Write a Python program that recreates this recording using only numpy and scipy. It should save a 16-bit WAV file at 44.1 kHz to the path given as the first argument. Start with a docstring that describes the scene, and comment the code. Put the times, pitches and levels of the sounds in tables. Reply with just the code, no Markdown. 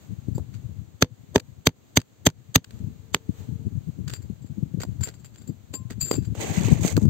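"""Outdoors: wind buffets mostly the left port over a breeze in dry grass; a steel pick touches volcanic rock.
From 1 s seven sharp blows drive it in: porous rock cracks and thuds, chips tick; a faint hum swells and dies.
From 4 s the tip pries, scrapes and probes, the shaft ringing; a flake clinks; then fingers rub loose grit.
Shaped noise makes wind, crunch and rubbing; damped modes make rock and steel; short pings make crumbs.
Peaks over a ceiling duck the gain for a moment, and the input clips."""
import sys
import numpy as np
from scipy import signal
from scipy.fft import rfft, irfft
from scipy.io import wavfile
from scipy.ndimage import uniform_filter1d, minimum_filter1d

SR = 44100
rng = np.random.default_rng(int(sys.argv[2]) if len(sys.argv) > 2 else 0)


def generate_wav(sig):
    """Save sig (samples, or channels by samples) to the path in sys.argv[1] as 16-bit PCM at SR."""
    pcm = np.round(np.clip(np.atleast_2d(sig).T, -1, 1) * 32767).astype(np.int16)
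    wavfile.write(sys.argv[1], SR, pcm)


N = 312669
TIME = np.arange(N) / SR


def undb(db):
    """Decibels to gain."""
    return 10 ** (np.asarray(db) / 20)


def unit(x):
    """Scale to rms 1."""
    return x / np.sqrt(np.mean(x ** 2))


def curve(rows):
    """Each column of a table, joined by lines in time."""
    s, *columns = np.transpose(rows)
    return [np.interp(TIME, s, c) for c in columns]


def response(points, size):
    """Minimum-phase spectrum with the given (f/Hz, level/dB) outline, by folding the cepstrum."""
    hz, db = np.transpose(points)
    f = np.fft.rfftfreq(size, 1 / SR)
    outline_db = np.interp(np.log(f + 1), np.log(hz), db)
    cepstrum = irfft(np.log(undb(outline_db)))
    cepstrum[1:size // 2] *= 2
    cepstrum[size // 2 + 1:] = 0
    return np.exp(rfft(cepstrum))


def through(x, taps):
    """Convolve every channel with an impulse response."""
    return signal.oaconvolve(np.atleast_2d(x), np.atleast_2d(taps), axes=1)[:, :N]


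def colour(x, points):
    """Give white sound a spectrum and keep its power."""
    taps = irfft(response(points, size=4096))
    return through(x, taps / np.linalg.norm(taps))


def highpass(x, hz):
    """Second-order low cut."""
    return signal.sosfilt(signal.butter(2, hz, "highpass", fs=SR, output="sos"), x)


def ring(modes):
    """First 0.25 s of the impulse response of damped modes."""
    t = TIME[:SR // 4]
    return sum(undb(db - 60 * t / t60) * np.sin(2 * np.pi * hz * t) for hz, db, t60 in modes)


def resonate(x, peaks, direct):
    """Resonances, with a share of the sound passing straight through."""
    out = direct * x
    for hz, width_hz, db in peaks:
        out = out + undb(db) * signal.lfilter(*signal.iirpeak(hz, hz / width_hz, SR), x)
    return out


def walk(rate_hz):
    """Smooth random wander of rms 1."""
    k = int(SR / rate_hz)
    steps = np.repeat(rng.standard_normal(N // k + 1), k)[:N]
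    return unit(uniform_filter1d(uniform_filter1d(steps, k), k // 2))


def noise(shared):
    """White noise at the two ports, a share of its power common to both."""
    common = np.sqrt(shared) * rng.standard_normal(N)
    return common + np.sqrt(1 - shared) * rng.standard_normal((2, N))


def grains(rate_hz, spread_db, shared):
    """Crunching noise: its level wanders quickly, as tiny fractures differ in size."""
    return unit(noise(shared) * undb(spread_db * np.clip(walk(rate_hz), -2, 2)))


def pan(left_db):
    """Gains of the two channels at constant power, left over right in dB."""
    return unit(undb(np.array([[left_db], [-left_db]]) / 2))


def swell(at_s, rise_s, fall_s):
    """Exponential growth up to a moment and decay after it, cut at 12 time constants."""
    ends_s = np.array([at_s - 12 * rise_s, at_s + 12 * fall_s])
    first, last = np.clip(ends_s * SR, 0, N).astype(int)
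    t = TIME[first:last] - at_s
    shape = np.zeros(N)
    shape[first:last] = np.exp(-np.maximum(-t / rise_s, t / fall_s))
    return shape


def strike(at_s, modes, detune, scatter_db, push_s):
    """A Gaussian push on a set of modes; each strike detunes and scatters them at random."""
    chance = rng.standard_normal((len(modes), 2))
    tone = ring([(hz * (1 + detune * a), db + scatter_db * b, t60)
                 for (hz, db, t60), (a, b) in zip(modes, chance)])
    push = np.exp(-.5 * (np.arange(-256, 257) / SR / push_s) ** 2)
    tone = signal.oaconvolve(tone, push / push.sum())
    start = int(at_s * SR) - len(push) // 2
    return np.pad(tone, (start, N))[:N]


# wind on the left port, before trims: t/s, level/dB
WIND = [(0.03, -47.5), (0.12, -30.5), (0.47, -31.5), (1.1, -47.5), (1.58, -44), (1.9, -54), (2.65, -41.5),
        (2.87, -30), (3.22, -50.5), (3.42, -33.5), (3.8, -30), (4.4, -38), (4.95, -28.5), (5.2, -40.5),
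        (5.62, -43.5), (6.15, -29.5), (6.75, -21.5), (7.09, -23)]
# hardest single buffets, before trims: t/s, level/dB, rise and fall time constant/s
BUFFETS = [(0.287, -14, 0.0087), (3.295, -11, 0.0049), (3.67, -18, 0.0096), (3.99, -21.5, 0.013),
           (4.302, -15, 0.0032), (4.448, -18.5, 0.0044), (4.583, -22.5, 0.018), (4.63, -14, 0.0051),
           (4.742, -16, 0.0051), (4.784, -20, 0.0098), (5.499, -16, 0.012), (6.185, -9.5, 0.0071),
           (6.718, -10, 0.018), (6.984, -7.5, 0.0043), (7.056, -6, 0.0085)]
# spectra of the rumble and of the eddies: f/Hz, level/dB
WIND_COLOUR = [(20, -26.5), (45, -23), (75, 1), (105, 6.5), (160, -3), (250, -15.5), (400, -34.5),
               (700, -47), (1500, -69.5)]
BUFFET_COLOUR = [(25, -35), (60, -7.5), (110, 3.5), (180, 1.5), (290, -8.5), (450, -24), (800, -49),
                 (1600, -66.5)]


def wind(steady_db=-2, buffet_db=-5, kick_db=-4, flutter_db=7.0, right_db=-17, gust_db=-9):
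    """Eddies rumble on the ports; stronger flow reaches higher, and each buffet has one sharp kick."""
    flow_db, = curve(WIND)
    flow = undb(flow_db + flutter_db * np.minimum(walk(60), 1.3))
    buffets, kicks = np.zeros((2, N))
    for s, db, length_s in BUFFETS:
        buffets += undb(db + buffet_db) * swell(s, length_s, length_s)
        kicks[int((s - .003) * SR)] += undb(db + kick_db) * np.sqrt(length_s * SR)
    gusts = undb(gust_db) * flow * undb((flow_db + 34.0) / 3)
    rumble = undb(steady_db) * flow * colour(noise(shared=0.013), WIND_COLOUR)
    turbulence = (buffets + gusts) * grains(rate_hz=290, spread_db=4, shared=0.024)
    left_kicks = kicks * np.array([[1], [0]])
    eddies = colour(turbulence + left_kicks, BUFFET_COLOUR)
    return (rumble + eddies) * undb([[0], [right_db]])


# steady hiss; hiss growing with the wind, relative to the wind
BREEZE_DB, BREEZE_WIND_DB = -59.5, -42.5
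# louder rustles of the grass: t/s, level/dB
RUSTLES = [(0.03, -58), (2.75, -60.5), (3.4, -53.5)]
RUSTLE_RISE_S, RUSTLE_FALL_S = 0.054, 0.066
# spectrum of the open air: f/Hz, level/dB
AIR_COLOUR = [(25, 11), (100, 14.5), (250, 19), (500, 11), (900, 4.5), (1800, -0.5), (4000, -1.5),
              (7000, -5.5), (8500, -11.5), (10000, -7.5), (12000, -8), (15500, -8.5)]


def breeze():
    """Dry grass hisses as coloured noise, more in stronger wind, with a few rustles."""
    flow_db, = curve(WIND)
    air = undb(BREEZE_DB) + undb(flow_db + BREEZE_WIND_DB)
    for s, db in RUSTLES:
        air += undb(db) * swell(s, RUSTLE_RISE_S, RUSTLE_FALL_S)
    return air * undb(.5 * walk(7.1)) * colour(noise(shared=0.023), AIR_COLOUR)


# tip catching on the rock: t/s, length/s, grit level/dB, stone knock level/dB, pick ring level/dB
TOUCHES = [(0.348, 0.014, -58, -56, -49.5), (0.38, 0.0065, -57, -28.5, -74),
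           (0.535, 0.017, -52.5, -70, -85), (4.079, 0.0082, -36.5, -47, -55),
           (4.097, .009, -41.5, -49, -43), (4.127, 0.024, -46.5, -56, -51.5),
           (4.136, 0.0033, -38.5, -41.5, -57), (4.802, 0.012, -42.5, -39, -50.5),
           (4.818, 0.0062, -38, -62, -50.5), (4.834, 0.0047, -38, -23, -68),
           (5.008, 0.0073, -39.5, -41.5, -50), (5.033, .011, -36.5, -47, -35.5),
           (5.069, 0.018, -42, -38, -76), (5.474, 0.0063, -57.5, -63, -44),
           (5.737, 0.013, -42.5, -34.5, -35.5), (5.903, 0.016, -45, -41, -80),
           (6.009, 0.018, -55, -69.5, -27), (6.046, 0.15, -55, -50, -36.5),
           (6.112, 0.0032, -21, -14, -30.5), (6.136, 0.015, -39.5, -31, -64)]
# each catch skips once and lands again, more softly
SKIP_S, SKIP_DB = 0.0153, -14
# light probing scratches: start t/s, length/s, grit level/dB
PROBING = [(4.182, .07, -62), (4.426, .06, -64.5), (5.146, .3, -58), (6.161, .12, -51)]
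SCRATCH_GAP_S, SCRATCH_S, SCRATCH_SCATTER_DB = 0.044, 0.015, 2.5
SCRATCH_STONE_DB, SCRATCH_RING_DB = -4.5, 0.5  # relative to the grit
# small chips and crumbs that tick or snap: t/s, grit level/dB, stone knock level/dB
CHIPS = [(1.397, -31.5, -43.5), (2.001, -31, -57), (2.015, -40, -69), (2.299, -29, -56), (2.643, -41, -70),
         (2.707, -49, -48.5), (2.79, -57, -62), (5.358, -48.5, -66), (6.351, -47, -31), (6.574, -41, -48),
         (6.609, -34, -48), (6.683, -41, -22), (6.848, -44, -19), (6.878, -29, -57), (6.902, -50, -50),
         (6.966, -32.5, -27.5), (6.976, -44, -16), (7.053, -50.5, -29.5)]
CHIP_S = 0.0045


def contacts():
    """Every contact as (t/s, length/s, grit, stone, ring gains): catches and skips, scratches, chips."""
    rows = []
    for s, length_s, *db in TOUCHES:
        rows.append((s, length_s, *undb(db)))
        rows.append((s + SKIP_S, length_s, *undb(db) * undb(SKIP_DB)))
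    for start_s, length_s, db in PROBING:
        times = np.arange(start_s, start_s + length_s, SCRATCH_GAP_S)
        for s, (late, size) in zip(times, rng.standard_normal((32, 2))):
            grit_gain = undb(db + SCRATCH_SCATTER_DB * size)
            gains = grit_gain * undb([0, SCRATCH_STONE_DB, SCRATCH_RING_DB])
            rows.append((s + 0.26 * SCRATCH_GAP_S * late, SCRATCH_S, *gains))
    for s, grit_db, stone_db in CHIPS:
        rows.append((s, CHIP_S, undb(grit_db), undb(stone_db), 0))
    return rows


# tip chattering as it scrapes: f/Hz, width/Hz, level/dB
SCRAPE_PEAKS = [(1486, 180, -3.5), (1890, 65, -7.5), (4680, 110, 6)]
# pick ringing freely: f/Hz, level/dB, t60/s
PICK_MODES = [(2648, -24, 0.16), (4833, -12, 0.042), (4706, -7, 0.093), (7330, -5, .03),
              (7337, -8.5, 0.054), (7420, -13.5, 0.14), (10470, -9.5, 0.027), (11950, -18, 0.044),
              (14000, -12, 0.033), (14600, -17, 0.11)]
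# spectra of grit and of knocked stone: f/Hz, level/dB
GRIT_COLOUR = [(250, -8.5), (700, -3.5), (1500, 6.5), (3000, 4), (5000, 3.5), (7500, -2), (12000, -7.5),
               (15500, -8.5)]
STONE_COLOUR = [(90, -7), (220, 7), (400, 6.5), (650, -4.5), (1000, -10), (2000, -33)]


def touches(grit_db=2, stone_db=1, ring_db=-2, impact_db=17, fade=0.66, bite=0.22,
            slowest_bite_s=0.011, travel_s=0.16):
    """The tip catches and slips: grit crunches, the stone knocks and the steel shaft rings."""
    grit, stone, steel, impacts = np.zeros((4, N))
    for s, length_s, grit_gain, stone_gain, ring_gain in contacts():
        rise_s = min(bite * length_s, slowest_bite_s)
        contact = swell(s + 0.00032 + rise_s, rise_s, fade * length_s)
        contact *= np.clip((s + travel_s - TIME) / 0.067, 0, 1)  # the tip soon runs out of travel
        grit += grit_gain * contact
        stone += stone_gain * contact
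        impacts[int((s + rise_s) * SR)] += stone_gain * undb(impact_db)  # one solid push
        # a brief contact must push harder for the same ring
        steel += ring_gain * contact * np.sqrt(1 + 0.022 / length_s)
    shaft = ring(PICK_MODES)
    steel *= unit(undb(2.2 * walk(70)))  # sticking and slipping makes the ring stutter
    slips = unit(resonate(grains(rate_hz=650, spread_db=5, shared=0.043), SCRAPE_PEAKS, direct=0.89))
    crunch = colour(grit * slips, GRIT_COLOUR)
    knock = colour(stone * noise(shared=0.25) + impacts, STONE_COLOUR)
    rubbed_steel = steel * grains(rate_hz=260, spread_db=2.5, shared=0.16)
    rings = through(rubbed_steel, shaft / np.linalg.norm(shaft))
    rock = pan(left_db=1.0) * (undb(grit_db) * crunch + undb(stone_db) * knock)
    return rock + pan(left_db=9.5) * undb(ring_db) * rings


# blows on the pick: t/s, crack level/dB, splinter level/dB, thud level/dB, knock level/dB, crush decay/s
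BLOWS = [(1.0250, 1, -9, -4.5, -9, 0.0014), (1.3602, -8, -19, -6, -2.5, 0.0018),
         (1.6711, -0.5, -3.5, -5, -8.5, 0.0015), (1.9729, -1.5, -3, -3.5, -12.5, 0.0018),
         (2.2690, 0, -1.5, -1, -5, 0.0023), (2.5590, 1.5, -0.5, -1, -11, 0.0019),
         (3.1464, -9.5, -14.5, -27, -24, 0.001)]
# rock mass and stone around the tip: f/Hz, level/dB, t60/s
THUD_MODES = [(117, -1, .042), (163, -2.5, 0.055), (256, -3, 0.04)]
KNOCK_MODES = [(426, 2, .03), (595, -6.5, 0.019), (700, -8, 0.0041), (907, -7, .022), (1300, -7.5, 0.008)]
# crust being split off: f/Hz, level/dB, t60/s
CRUST_MODES = [(500, -33, 0.13)]
CRUST_LOSS_DB = -4  # with each blow
# pick pressed into the rock: f/Hz, width/Hz, level/dB
PRESSED_PICK = [(1780, 280, -4), (2125, 56, -7), (3190, 84, 1), (3556, 380, -2), (4560, 160, 3),
                (6180, 130, 6), (7480, 27, 6), (12640, 260, -3.5)]
# spectra of crack and splinters: f/Hz, level/dB
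CRACK_COLOUR = [(200, -20), (600, 0.5), (1200, 3), (3000, 1), (4700, -0.5), (6500, -5), (9000, -16.5),
                (15500, -24)]
SPLINTER_COLOUR = [(3500, -27), (5500, -11), (6500, 7.5), (8000, -0.5), (12000, -3.5), (15500, -8)]


def blows(lead_in_db=-18, lead_in_s=0.0053, tail_db=-33, tail_s=.013, crack_db=-2, splinter_db=-5,
          shudder_db=-15, shudder_s=0.012, body_db=2, rebound_s=0.02, rebound_db=-23, retap_db=-22,
          lowest_hz=75):
    """A short resonant swell leads into each blow; pores crack, the rock thuds, the pick rebounds once."""
    crush, splinters, lead_in, shudder, body = np.zeros((5, N))
    for number, (s, crack, splinter, thud, knock, length_s) in enumerate(BLOWS):
        burst = swell(s, 0.61 * length_s, length_s) + undb(tail_db) * swell(s, length_s, tail_s)
        retap = undb(knock + retap_db) * swell(s + rebound_s, .0003, length_s)
        crush += undb(crack) * burst + retap
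        splinters += undb(splinter) * burst
        # a longer crush has a louder swell before it
        lead_in_gain = undb((crack + splinter) / 2 + lead_in_db) * length_s / 0.0017
        lead_in += lead_in_gain * swell(s, lead_in_s, length_s) * (TIME > s - 3 * lead_in_s)
        shudder += undb(knock + shudder_db) * swell(s, 0.0048, shudder_s)
        body -= undb(thud) * strike(s + 0.0022, THUD_MODES, detune=0.021, scatter_db=2, push_s=0.00034)
        body -= undb(knock) * strike(s - .0008, KNOCK_MODES, detune=0.018, scatter_db=0, push_s=.00008)
        crust = strike(s, CRUST_MODES, detune=.02, scatter_db=0, push_s=.00008)
        body += undb(number * CRUST_LOSS_DB) * crust
    body += undb(rebound_db) * np.roll(body, int(rebound_s * SR))
    body = highpass(body, lowest_hz)  # a small rock radiates no deep bass
    fracture = unit(resonate(grains(rate_hz=2500, spread_db=1.0, shared=0), PRESSED_PICK, direct=0.88))
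    resonance = unit(resonate(noise(shared=0.058), PRESSED_PICK, direct=0))
    cracks = undb(crack_db) * colour(fracture * crush, CRACK_COLOUR)
    cracks += undb(splinter_db) * colour(fracture * splinters, SPLINTER_COLOUR)
    shudders = colour(shudder * noise(shared=0.61), STONE_COLOUR)
    return cracks + resonance * lead_in + undb(body_db) * body + shudders


HUM_HZ, HUM_DB, HUM_PEAK_S, HUM_RISE_S, HUM_FALL_S = 446, -56.5, 3.62, 0.49, .08


def hum(octave_db=-15):
    """A faint tone and its octave, wavering in pitch and level, swell and die away."""
    hz = HUM_HZ * (1 + 0.017 * walk(40) + 0.014 * walk(4))
    phase = 2 * np.pi * np.cumsum(hz) / SR
    level = undb(HUM_DB + 2.7 * walk(40)) * swell(HUM_PEAK_S, HUM_RISE_S, HUM_FALL_S)
    return level * (np.sin(phase) + undb(octave_db) * np.sin(2 * phase))


FLAKE_S, FLAKE_DB = 5.737, -48
# loosened flake: f/Hz, level/dB, t60/s
FLAKE_MODES = [(1045, -1.5, 0.44), (2650, -1.5, 0.098)]


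def flake():
    """A loosened flake of rock clinks once, its modes set ringing by a very short push."""
    clink = strike(FLAKE_S, FLAKE_MODES, detune=0, scatter_db=2.0, push_s=.00002)
    return pan(left_db=19) * undb(FLAKE_DB) * clink


RUB_ATTACK, RUB_RELEASE = 0.26, 0.15  # shares of the length of a stroke
RUB_FIRST_TOUCH_DB = -11.5


def stroke(start_s, length_s):
    """Pressure of one finger stroke: it touches, bears down, holds and lets go."""
    progress = (TIME - start_s) / length_s
    bearing = undb(RUB_FIRST_TOUCH_DB * np.clip(1 - progress / RUB_ATTACK, 0, 1))
    return (progress > 0) * bearing * np.exp(-np.clip((progress - 1) / RUB_RELEASE, 0, 20))


def crumbs(start_s, count, low_hz, high_hz, cycles, spread_db):
    """Crumbs snap and roll from a moment on: each a brief ping with its own pitch, size and side."""
    out, t = np.zeros((2, N + 512)), np.arange(512) / SR
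    first = start_s * SR
    for when, pitch, size, side in rng.random((count, 4)):
        hz = low_hz * (high_hz / low_hz) ** pitch
        i = int(first + when * (N - first))
        ping = np.sin(2 * np.pi * hz * t) * np.exp(-hz * t / cycles) * np.sqrt(hz)
        sides = [np.cos(np.pi * side), np.sin(np.pi * side)]
        out[:, i:i + len(t)] += undb(-spread_db * np.log(size + .02)) * np.outer(sides, ping)
    return out[:, :N] / np.sqrt(np.mean(out[:, int(first):N] ** 2))


# finger strokes: start t/s, length/s, coarse crumbs level/dB, fine sand level/dB, stone rumble level/dB
RUB = [(6.347, .37, -43.5, -42.5, -37), (6.807, 0.11, -46, -38, -38.5), (6.957, .075, -65.5, -54, -38.5)]
# spectra of crumbs and sand: f/Hz, level/dB
RUB_COLOUR = [(150, -5), (400, 6.5), (800, 8.5), (1300, -1.5), (2200, 8.5), (4000, -0.5), (6000, -4),
              (15000, -23)]
SAND_COLOUR = [(2500, -5.5), (5000, 3), (6600, 7), (8000, 0), (10000, 0.5), (15500, -9.5)]


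def fingers(coarse_db=0, sand_db=-1, crumb_db=-2, surge_db=2.0, judder_db=4):
    """Skin drags crumbs and sand in uneven surges, nearer the right port; the stone judders, more left."""
    pushes = sum(np.outer(undb(db), stroke(s, length_s)) for s, length_s, *db in RUB)
    coarse_push, sand_push, stone_push = pushes * undb(surge_db * walk(35))
    rolling = crumbs(RUB[0][0], count=1850, low_hz=400, high_hz=8000, cycles=6, spread_db=3.5)
    dragging = undb(crumb_db) * rolling + grains(rate_hz=620, spread_db=1.5, shared=0.13)
    coarse = colour(coarse_push * dragging, RUB_COLOUR)
    sand_grains = grains(rate_hz=1200, spread_db=4.5, shared=0.034)
    sand = colour(sand_push * undb(2 * walk(98)) * sand_grains, SAND_COLOUR)
    judder = colour(stone_push * grains(rate_hz=120, spread_db=judder_db, shared=0.14), STONE_COLOUR)
    grit = undb(coarse_db) * pan(left_db=-2.5) * coarse + undb(sand_db) * pan(left_db=-14.0) * sand
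    return grit + pan(left_db=11) * judder


def scene(blow_db=3):
    """All sources at the two ports; the blows overload the input."""
    return wind() + breeze() + touches() + undb(blow_db) * blows() + hum() + flake() + fingers()


# overall colour of the sound, with a hollow near 10 kHz: f/Hz, level/dB
OVERALL_COLOUR = [(4400, 0.5), (5100, -3.5), (5800, -3), (6400, 7), (8300, 7), (9000, -7.5), (11000, -16.5),
                  (11800, 0.5), (15000, 3)]
TOP_HZ = 15700


def record(dry, ceiling=1.08, hold_s=0.037, release_s=0.042, low_cut_hz=48):
    """Overall colour, low cut, gain control that holds and then recovers, clipping and top cut."""
    x = through(dry, irfft(response(OVERALL_COLOUR, size=2048)))
    x = highpass(x, low_cut_hz)
    excess = np.log(np.maximum(np.abs(x).max(axis=0) / ceiling, 1))
    half = int(hold_s * SR / 2)
    excess = -minimum_filter1d(-excess, 2 * half + 1, origin=half)  # each peak is held for a while
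    leak = np.exp(-TIME / release_s)
    held = np.maximum.accumulate(excess / leak) * leak  # and then leaks away
    gain = np.exp(-uniform_filter1d(held, SR // 300))  # centred smoothing looks slightly ahead
    x = np.clip(x * gain, -.92, .92)
    return signal.sosfilt(signal.ellip(10, .2, 90, TOP_HZ, fs=SR, output="sos"), x)


dry = scene()
out = record(dry)
generate_wav(out)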